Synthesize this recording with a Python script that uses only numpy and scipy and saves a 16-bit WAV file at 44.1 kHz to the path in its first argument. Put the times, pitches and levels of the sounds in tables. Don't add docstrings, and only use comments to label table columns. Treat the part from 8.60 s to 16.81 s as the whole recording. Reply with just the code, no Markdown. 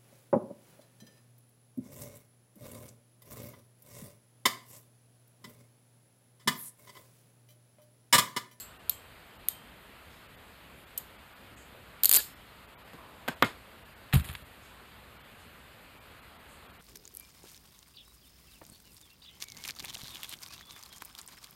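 import sys
import numpy as np
from scipy import signal
from scipy.fft import rfft, irfft, next_fast_len
from scipy.io import wavfile
from scipy.ndimage import uniform_filter1d

SR = 44100
rng = np.random.default_rng(int(sys.argv[2]) if len(sys.argv) > 2 else 0)


def field_ratio(decibels):
    return 10 ** (np.asarray(decibels, dtype=float) / 20)


def materialize(psi):
    bounded = np.clip(np.atleast_2d(psi).T, -1, 1)
    quanta = np.round(bounded * 32767).astype(np.int16)
    wavfile.write(sys.argv[1], SR, quanta)


N = 362046
LEAD = SR // 10

# pitch in Hz, width in Hz, level in dB.
PAWL = [(10700, 500, -2), (11900, 880, -1), (13600, 690, 4)]
# pitch in Hz, width in Hz, level in dB.
RACK = [(5830, 270, -2.5), (6910, 890, -2.5), (8630, 3300, -6)]
# pitch in Hz, width in Hz, level in dB.
JAWS = [(2350, 1800, -2), (3780, 2360, 5.5), (4470, 1030, 8)]


def unit(x):
    return x / np.sqrt(np.mean(x ** 2) + 1e-20)


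def along(points, hz):
    f, v = np.transpose(points)
    return np.interp(np.log(hz + 1), np.log(f + 1), v)


def filtered(x, response):
    m = next_fast_len(x.shape[-1] + 8192)
    hz = np.fft.rfftfreq(m, 1 / SR)
    return irfft(rfft(x, m) * response(hz), m)[..., :x.shape[-1]]


def resonances(modes):
    def response(f):
        total = 0
        for k, (centre, width, db) in enumerate(modes):
            damping = 1j * f * width
            total = total + (-1) ** k * field_ratio(db) * damping / (centre * centre - f * f + damping)
        return total
    return response


def noise(spectrum):
    return unit(filtered(rng.standard_normal(N), lambda hz: field_ratio(along(spectrum, hz))))


def blow(contact_ms, modes, size=4096):
    ms = np.arange(size) * 1000 / SR
    y = filtered(ms * np.exp(-ms / contact_ms), resonances(modes))
    return y / np.abs(y).max()


def burst(rise_ms, t60_ms, modes, size=4096):
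    ms = np.arange(size) * 1000 / SR
    shape = (1 - np.exp(-ms / rise_ms)) ** 2 * field_ratio(-60 * ms / t60_ms)
    impacts = np.tanh(2 * rng.standard_normal(size))
    y = filtered(shape * impacts, resonances(modes))
    return y / np.abs(y).max()


def ringing(modes, scatter_db, attack_ms, size):
    t = np.arange(size) / SR
    y = np.zeros(size)
    for hz, db, t60 in modes:
        y += field_ratio(db + scatter_db * rng.normal() - 60 * t / t60) * np.sin(2 * np.pi * hz * t)
    return y * (1 - np.exp(-1000 * t / attack_ms))


def rings_on(modes, swell):
    y = np.zeros(SR // 2)
    for hz, db, t60 in modes:
        y += ringing([(hz, db, t60)], scatter_db=4.0, attack_ms=1000 * swell * t60 + .5, size=SR // 2)
    return y


def silence():
    return np.zeros(LEAD + N + SR)


def add(track, s, y):
    track[LEAD + round(s * SR):][:len(y)] += y


def workshop():
    # pitch in Hz, level in dB per Hz.
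    hum = [(15, -51), (25, -2), (39, -6.5), (59, 1.5), (112, -4.5), (150, -7), (229, -6.5), (318, -11.5),
           (624, -9.5), (715, -10.5), (772, -11.5), (1320, -10), (2500, -14.5), (3250, -41), (5500, -120)]
    # pitch in Hz, level in dB per Hz.
    hiss = [(880, -32), (1500, 0.5), (2270, -1), (2740, -1.5), (3010, -3), (3560, -5.5), (4140, -7.5),
            (4720, -11), (5810, -25), (6440, -20), (7850, -15.5), (9840, -16.5), (14200, -12.5)]
    above = lambda hz: np.clip(hz / 1000 - 1.5, 0, 1)
    low = filtered(noise(hum), lambda hz: np.sqrt(1 - above(hz)))
    high = filtered(noise(hiss), lambda hz: np.sqrt(above(hz)))
    z = signal.stft(low + field_ratio(-2.5) * high, nperseg=512)[2]
    patches = uniform_filter1d(rng.standard_normal(z.shape), size=8, axis=0)
    patches = uniform_filter1d(patches, size=12, axis=1)
    air = signal.istft(z * field_ratio(0.97 * unit(patches)), nperseg=512)[1][:N]
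    return field_ratio(-53) * unit(air)


def room(x):
    # pitch in Hz, time to fall by 60 dB in seconds.
    walls = [(100, 0.35), (1000, 0.51), (4000, 0.97), (14000, 0.92)]
    hz, t, z = signal.stft(rng.standard_normal(SR // 2), SR, nperseg=256)
    tail = signal.istft(z * field_ratio(-60 * t / along(walls, hz)[:, None]), SR, nperseg=256)[1]
    tail = tail * (1 - np.exp(-np.arange(len(tail)) / SR / 0.0035))
    return signal.fftconvolve(x, tail / np.linalg.norm(tail))[:len(x)]


def rubs():
    # start in seconds, length in seconds, level in dB, centre in Hz, width in Hz.
    slides = [
        (1.496, 0.15, -66, 5000, 2500),
        (2.163, 0.12, -67, 11000, 2000),
        (2.955, 0.15, -62.5, 7360, 1600),
        (3.138, 0.075, -57, 520, 149),
        (4.277, 1, -56.5, 696, 910),
        (4.372, 0.14, -55.5, 1070, 148),
        (6.018, 0.12, -64, 6500, 3000),
        (6.786, 0.11, -66.5, 7000, 4020),
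        (7.882, 0.15, -64, 8600, 2500),
    ]
    out = silence()
    for s, length, db, hz, width_hz in slides:
        progress = np.clip(np.arange(SR // 2) / SR / length, 0, 1)
        band = lambda f: np.exp(-((f - hz) / width_hz) ** 2)
        hiss = unit(filtered(rng.standard_normal(SR // 2), band))
        add(out, s, field_ratio(db) * np.sin(np.pi * np.sqrt(progress)) * hiss)
    return out


def thumps():
    # start in seconds, level in dB.
    bounces = [(5.5374, -14), (5.5444, -16), (5.5525, -18.5), (5.5587, -11.5), (5.598, -28), (5.615, -36.5),
               (5.645, -43), (5.694, -35), (5.708, -48), (5.75, -47), (5.823, -47)]
    # pitch in Hz, level in dB, time to fall by 60 dB in seconds.
    top_tones = [(128, 5, 0.055), (175, -10.5, 0.1), (240, -24, 0.15), (325, -12, 0.016)]
    leg_tones = [(80, 1.5, 0.085)]
    out = silence()
    for s, db in bounces:
        add(out, s, field_ratio(db) * ringing(top_tones, scatter_db=2.5, attack_ms=3.4, size=SR // 2))
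        add(out, s, field_ratio(0.91 * db) * ringing(leg_tones, scatter_db=2.0, attack_ms=4.5, size=SR // 2))
    return out


def ticks():
    # start in seconds, peak in dB, treble in dB.
    taps = [(5.5268, -18.5, -23), (5.5337, -16, -11), (5.5384, -28, -11), (5.541, -22.5, 8),
            (5.5505, -24, -10), (5.5557, -25, -17), (5.5967, -31, 2), (5.6068, -35, -8),
            (5.6433, -35.5, -1), (5.6488, -39, 8), (5.688, -29, -6), (5.6937, -33.5, -10),
            (5.699, -33, -12), (5.7284, -41.5, 5), (5.7364, -44, 9), (5.7511, -24.5, -26)]
    dull_modes = [(1470, 1400, -5), (2640, 1100, -0.5), (3520, 670, -1.5)]  # Hz, width in Hz, dB
    out = silence()
    for s, db, treble_db in taps:
        add(out, s, field_ratio(db - 2.5) * burst(0.08, 21, dull_modes))
        add(out, s, field_ratio(db + treble_db - 5.0) * burst(0.66, 13, RACK + PAWL))
    return out


def scrapes():
    # start in seconds, length in seconds, level in dB, fade in dB per second.
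    strokes = [
        (5.531, 0.11, -28, 404),
        (5.641, .1, -53, 35),
    ]
    # pitch in Hz, level in dB.
    pad_colour = [(400, -8.5), (900, -4.5), (2600, -9), (4500, -12.5), (5800, -27)]
    # pitch in Hz, level in dB.
    fizz_colour = [(5500, -40), (7000, -6), (10000, 4.5), (13500, 0), (15000, 1)]
    rise_s, end_db_per_s, fizz_db, fizz_follow = 0.0036, 424, -9.5, 0.76
    body, fizz = np.zeros(N), np.zeros(N)
    for s, length, db, fade in strokes:
        t = np.clip(np.arange(N) / SR - s, 0, 1)
        rise = 1 - np.exp(-t / rise_s)
        level_db = db - fade * t - end_db_per_s * np.maximum(t - length, 0)
        body += rise * field_ratio(level_db)
        fizz += rise * field_ratio(fizz_follow * level_db)
    grit = field_ratio(3.2 * unit(uniform_filter1d(rng.standard_normal(N), size=90)))
    out = silence()
    add(out, 0, grit * (body * noise(pad_colour) + field_ratio(fizz_db) * fizz * noise(fizz_colour)))
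    return out


def knocks():
    # start in seconds, peak in dB, treble in dB, bass in dB.
    hits = [
        (4.278, -41, -25, -24),
        (4.333, -39, -22, -7),
        (4.354, -48, -25, -13),
        (4.679, -21.5, -23, -30),
        (4.683, -18.5, -25, -31),
        (4.6845, -17, -31, -17),
        (4.8225, -31, -20.5, -25),
        (4.8245, -3.5, -33.5, -22),
        (4.8285, -18, -33.5, -10.5),
        (4.834, -16.5, -40, -16),
    ]
    # pitch in Hz, width in Hz, level in dB.
    rail_modes = [(390, 540, 8), (583, 620, 2.5), (910, 75, -5), (1180, 570, 6), (1576, 244, 10),
                  (2090, 1280, 2), (3240, 200, -24), (3330, 230, -2), (4200, 1100, -3)]
    # pitch in Hz, level in dB, time to fall by 60 dB in seconds.
    tap_tones = [(829, -29, .05), (1555, -20, .045), (3000, -33, .03)]
    knock_tones = [(570, -39, 0.036), (1000, -28, .07), (1230, -25, 0.038), (1396, -23, 0.11),
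                   (2134, -29.5, 0.15), (3050, -37.5, 0.15), (3580, -23.5, 0.023)]
    push_modes = [(107, 30, -5.0), (176.0, 79, 4.0), (252, 220, -1)]  # Hz, width in Hz, dB
    wood, steel = rail_modes[:-1], RACK + PAWL
    out = silence()
    for s, db, treble_db, bass_db in hits:
        add(out, s, -field_ratio(db - 2.0) * blow(0.04, wood))
        add(out, s + .0007, field_ratio(db - 10) * burst(0.21, 35, wood))
        add(out, s, field_ratio(db + bass_db + 4.0) * burst(0.73, 69, push_modes, size=8192))
        add(out, s, field_ratio(db + treble_db + 14) * burst(.3, 12, steel))
        add(out, s, field_ratio(db - 19.5) * burst(4.0, 254, wood, size=16384))
        add(out, s, field_ratio(db + treble_db - 8) * burst(3.3, 220, steel, size=16384))
    add(out, hits[5][0], rings_on(tap_tones, swell=.03))
    add(out, hits[7][0], rings_on(knock_tones, swell=0.014))
    return out


def click(db, rack_db, jaw_db, handle_db, chatter_db):
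    parts = [(PAWL, -2.5, 0, -28),  # ringing, share in dB, delay in seconds, walls in dB
             (RACK, rack_db + 0.5, .0003, -27),
             (JAWS, jaw_db, .0006, -22)]
    handle_modes = [(470, 720, -4), (1830, 140, -4.5)]  # Hz, width in Hz, dB
    out = np.zeros(LEAD + 12288)
    for modes, share_db, late, wall_db in parts:
        part_db = db + share_db
        add(out, late, field_ratio(part_db) * burst(0.31, 3.5, modes, size=2048))
        add(out, late + .0012, field_ratio(part_db + chatter_db) * burst(.5, 14, modes, size=2048))
        add(out, 0, field_ratio(part_db + wall_db) * burst(11.0, 280, modes, size=12288))
    add(out, 0, field_ratio(db + handle_db) * burst(0.75, 28, handle_modes, size=2048))
    return out[LEAD:]


def release():
    # start in seconds, peak in dB, rack in dB.
    clicks = [(3.4345, -2, -11.5), (3.4447, -4, -10), (3.4553, 0.5, -8.5), (3.4930, -4, -3.5),
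              (3.5131, -4, -7), (3.5263, -2.5, -13.5), (3.5355, -7.5, 2), (3.5424, -3.5, -3),
              (3.5485, -4, -6), (3.5542, -4, -10), (3.5587, -9.5, -3.5), (3.5628, -6.5, 0.5),
              (3.5667, -9, -2), (3.5705, -5, -17)]
    # pitch in Hz, level in dB, time to fall by 60 dB in seconds.
    spring_tones = [(4640, -13, .05), (13400, -27, .04)]
    # start in seconds, level in dB.
    plucks = [
        (3.513, -19),
        (3.527, -18),
        (3.566, 1),
    ]
    handle_grows = 109
    out = silence()
    for s, db, rack_db in clicks:
        jaw_db = -13.5 + handle_grows / 4 * (s - clicks[4][0]) + rng.normal()
        handle_db = -41 + handle_grows * (s - clicks[0][0]) + 2.4 * rng.normal()
        chatter_db = -11 + 1.2 * rng.normal()
        add(out, s, click(db, rack_db, jaw_db, handle_db, chatter_db))
    for s, db in plucks:
        add(out, s, field_ratio(db) * rings_on(spring_tones, swell=.2))
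    return out


def jaws_stop():
    # pitch in Hz, level in dB, time to fall by 60 dB in seconds.
    stop_tones = [(1700, -31, .07), (5310, -56, .6), (4600, -38.5, .15)]
    stop_s, gap_s, first_db, loss_db = 3.578, .0046, -15.5, 4
    out = silence()
    for k in range(6):
        dull_db = 4.5 * k
        shiver = click(first_db - loss_db * k, -22 + dull_db, -22.5 + dull_db, -24 + dull_db, 2.5)
        add(out, stop_s + gap_s * k, shiver)
    add(out, stop_s + 0.0054, rings_on(stop_tones, swell=0.056))
    return out


def teeth():
    # start in seconds, peak in dB, chatter in dB, walls in dB.
    drops = [
        (-.012, -5.5, -12, 3.5),
        (0.2957, -8, -10, 7),
        (0.886, -4.5, -19.5, 2),
        (2.3765, -18.5, -3, 12.5),
        (2.383, -27, -3, 6),
    ]
    # pitch in Hz, width in Hz, level in dB.
    first_modes = [(2390, 110, -38), (3740, 390, -12.5), (5550, 270, -15), (6600, 430, -17.5),
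                   (8240, 310, -18), (8830, 350, -15.5), (10050, 390, -10), (11950, 350, -11.5),
                   (12870, 260, -4), (13410, 280, 1.5)]
    second_modes = [(2050, 470, -22.5), (3600, 420, -12), (5600, 330, -21.5), (6650, 140, -9),
                    (8840, 300, -5.5), (10530, 190, -5.5), (11000, 410, -4.5), (13100, 820, 0.5)]
    third_modes = [(3040, 280, -20), (4770, 200, -23), (5470, 250, -21), (6500, 700, -19), (7900, 210, -12),
                   (8630, 220, -11.5), (10500, 220, -13), (11600, 120, -7.5), (12630, 240, -12),
                   (13330, 220, -1.5)]
    # pitch in Hz, level in dB, time to fall by 60 dB in seconds.
    early_tones = [(7660, -44.5, 0.29), (8310, -60, .75), (6810, -65, .36), (3180, -56, 0.4),
                   (4300, -42, 0.11)]
    late_tones = [(3152, -47.5, .55), (3745, -51, .25), (2560, -51, .15), (6858, -64, .22),
                  (8301, -52, .33), (8489, -57, .3), (8100, -57, .3)]
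    out = silence()
    all_modes = (first_modes, first_modes, second_modes, third_modes, third_modes)
    for (s, db, chatter_db, wall_db), modes in zip(drops, all_modes):
        add(out, s, field_ratio(db) * blow(0.0046, modes))
        add(out, s + .0004, field_ratio(db - 22) * blow(0.0057, modes))
        add(out, s + 0.0011, field_ratio(db + chatter_db) * burst(0.45, 8, modes))
        add(out, s, field_ratio(db + wall_db - 32) * burst(1.4, 245, RACK + PAWL, size=16384))
        add(out, s, field_ratio(db + wall_db - 40.5) * burst(0.83, 240, JAWS, size=16384))
    for (s, *_), tones, swell in zip(drops, (early_tones, early_tones, late_tones), (.02, .04, .1)):
        add(out, s, rings_on(tones, swell))
    return out


def scene():
    landing = thumps() + ticks() + scrapes()
    tool = teeth() + release() + jaws_stop() + knocks() + landing
    near = tool + rubs() + field_ratio(-13.5) * room(landing)
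    port = lambda hz: 1 - 0.83 * np.exp(-((hz - 5900) / 450) ** 2)
    return (filtered(near[LEAD:LEAD + N], port) + workshop())[None]


def starve(x):
    # middle in seconds, shortage in dB; a greater shortage reaches lower.
    short_frames = [(.187, 22), (.784, 9), (1.68, 5), (1.765, 11), (2.256, 11), (2.575, 5), (2.746, 7),
                    (2.96, 10.5), (3.749, 8), (4.069, 9), (4.154, 15), (4.176, 16.5), (4.24, 4),
                    (4.752, 11), (5.242, 6), (5.349, 7), (5.626, 6), (5.84, 6.5), (6.586, 5.5), (6.629, 7),
                    (7.397, 14), (7.61, 10), (7.781, 6), (8.08, 11), (8.122, 6), (8.186, 11)]
    size = round(1024 * SR / 48000)
    frame_s, first_s = size / SR, .0146
    y = np.pad(x, (0, 2 * size))
    window = np.sin(np.pi * (np.arange(2 * size) + .5) / (2 * size))
    hz = np.fft.rfftfreq(2 * size, 1 / SR)
    lost = np.zeros_like(y)
    for s, short_db in short_frames:
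        a = round(first_s * SR) + (round((s - first_s) / frame_s) - 1) * size
        rising, falling = (window * y[a:a + 2 * size]).reshape(2, size)
        z = rfft(np.r_[rising - rising[::-1], falling + falling[::-1]])
        low_hz = 5740 * field_ratio(-0.34 * short_db)
        nearby = uniform_filter1d(np.abs(z), size=40)
        weak = np.abs(z) < 1.9 * nearby * np.clip(hz / low_hz, 0, 2.5) ** .8
        reached = (hz > .3 * low_hz) & (hz < 13400)
        lost[a:a + 2 * size] += window * irfft(z * weak * reached * (1 - field_ratio(-3 * short_db)), 2 * size)
    return (y - lost)[:N]


def spend(x):
    # start in seconds, length in ms, low edge in Hz, high edge in Hz, depth in dB.
    gaps = [
        (3.5765, 9.5, 5500, 12300, -14),
        (3.5755, 8, 100, 3800, -14),
        (4.8282, 14.8, 3900, 13300, -30),
        (5.7195, 8, 4500, 13300, -10),
        (5.7305, 5, 4500, 13300, -10),
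        (5.739, 10, 4500, 13300, -10),
    ]
    t = np.arange(N) / SR
    for s, length_ms, low_hz, high_hz, depth_db in gaps:
        gate = uniform_filter1d(1. * ((t > s) & (t < s + length_ms / 1000)), size=60)
        band = filtered(x, lambda hz: (hz > low_hz) & (hz < high_hz))
        x = x - gate * (1 - field_ratio(depth_db)) * band
    return x


def top_cut(x):
    return signal.sosfilt(signal.butter(12, 15710, fs=SR, output="sos"), x)


def record(dry):
    ceiling = 0.59
    kept_curve = [(13600, 0), (14150, 2.5), (14330, -6), (14500, -70), (20000, -120)]  # Hz, dB
    over_curve = [(14300, -89), (14400, -19), (15650, -17), (16500, -50.5), (17000, -120)]  # Hz, dB
    held = dry[0] / (1 + (dry[0] / ceiling) ** 4) ** (1 / 4)
    kept = filtered(held, lambda hz: field_ratio(along(kept_curve, hz)))
    over = filtered(held, lambda hz: field_ratio(along(over_curve, hz)))
    kept = signal.sosfilt(signal.butter(2, 44, 'high', fs=SR, output='sos'), kept)
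    loud = np.clip(uniform_filter1d(np.abs(over), size=300) / field_ratio(-76) - 1, 0, 1)
    mix = spend(starve(kept + loud * over))
    return top_cut(mix[None])


dry = scene()
out = record(dry)
materialize(out)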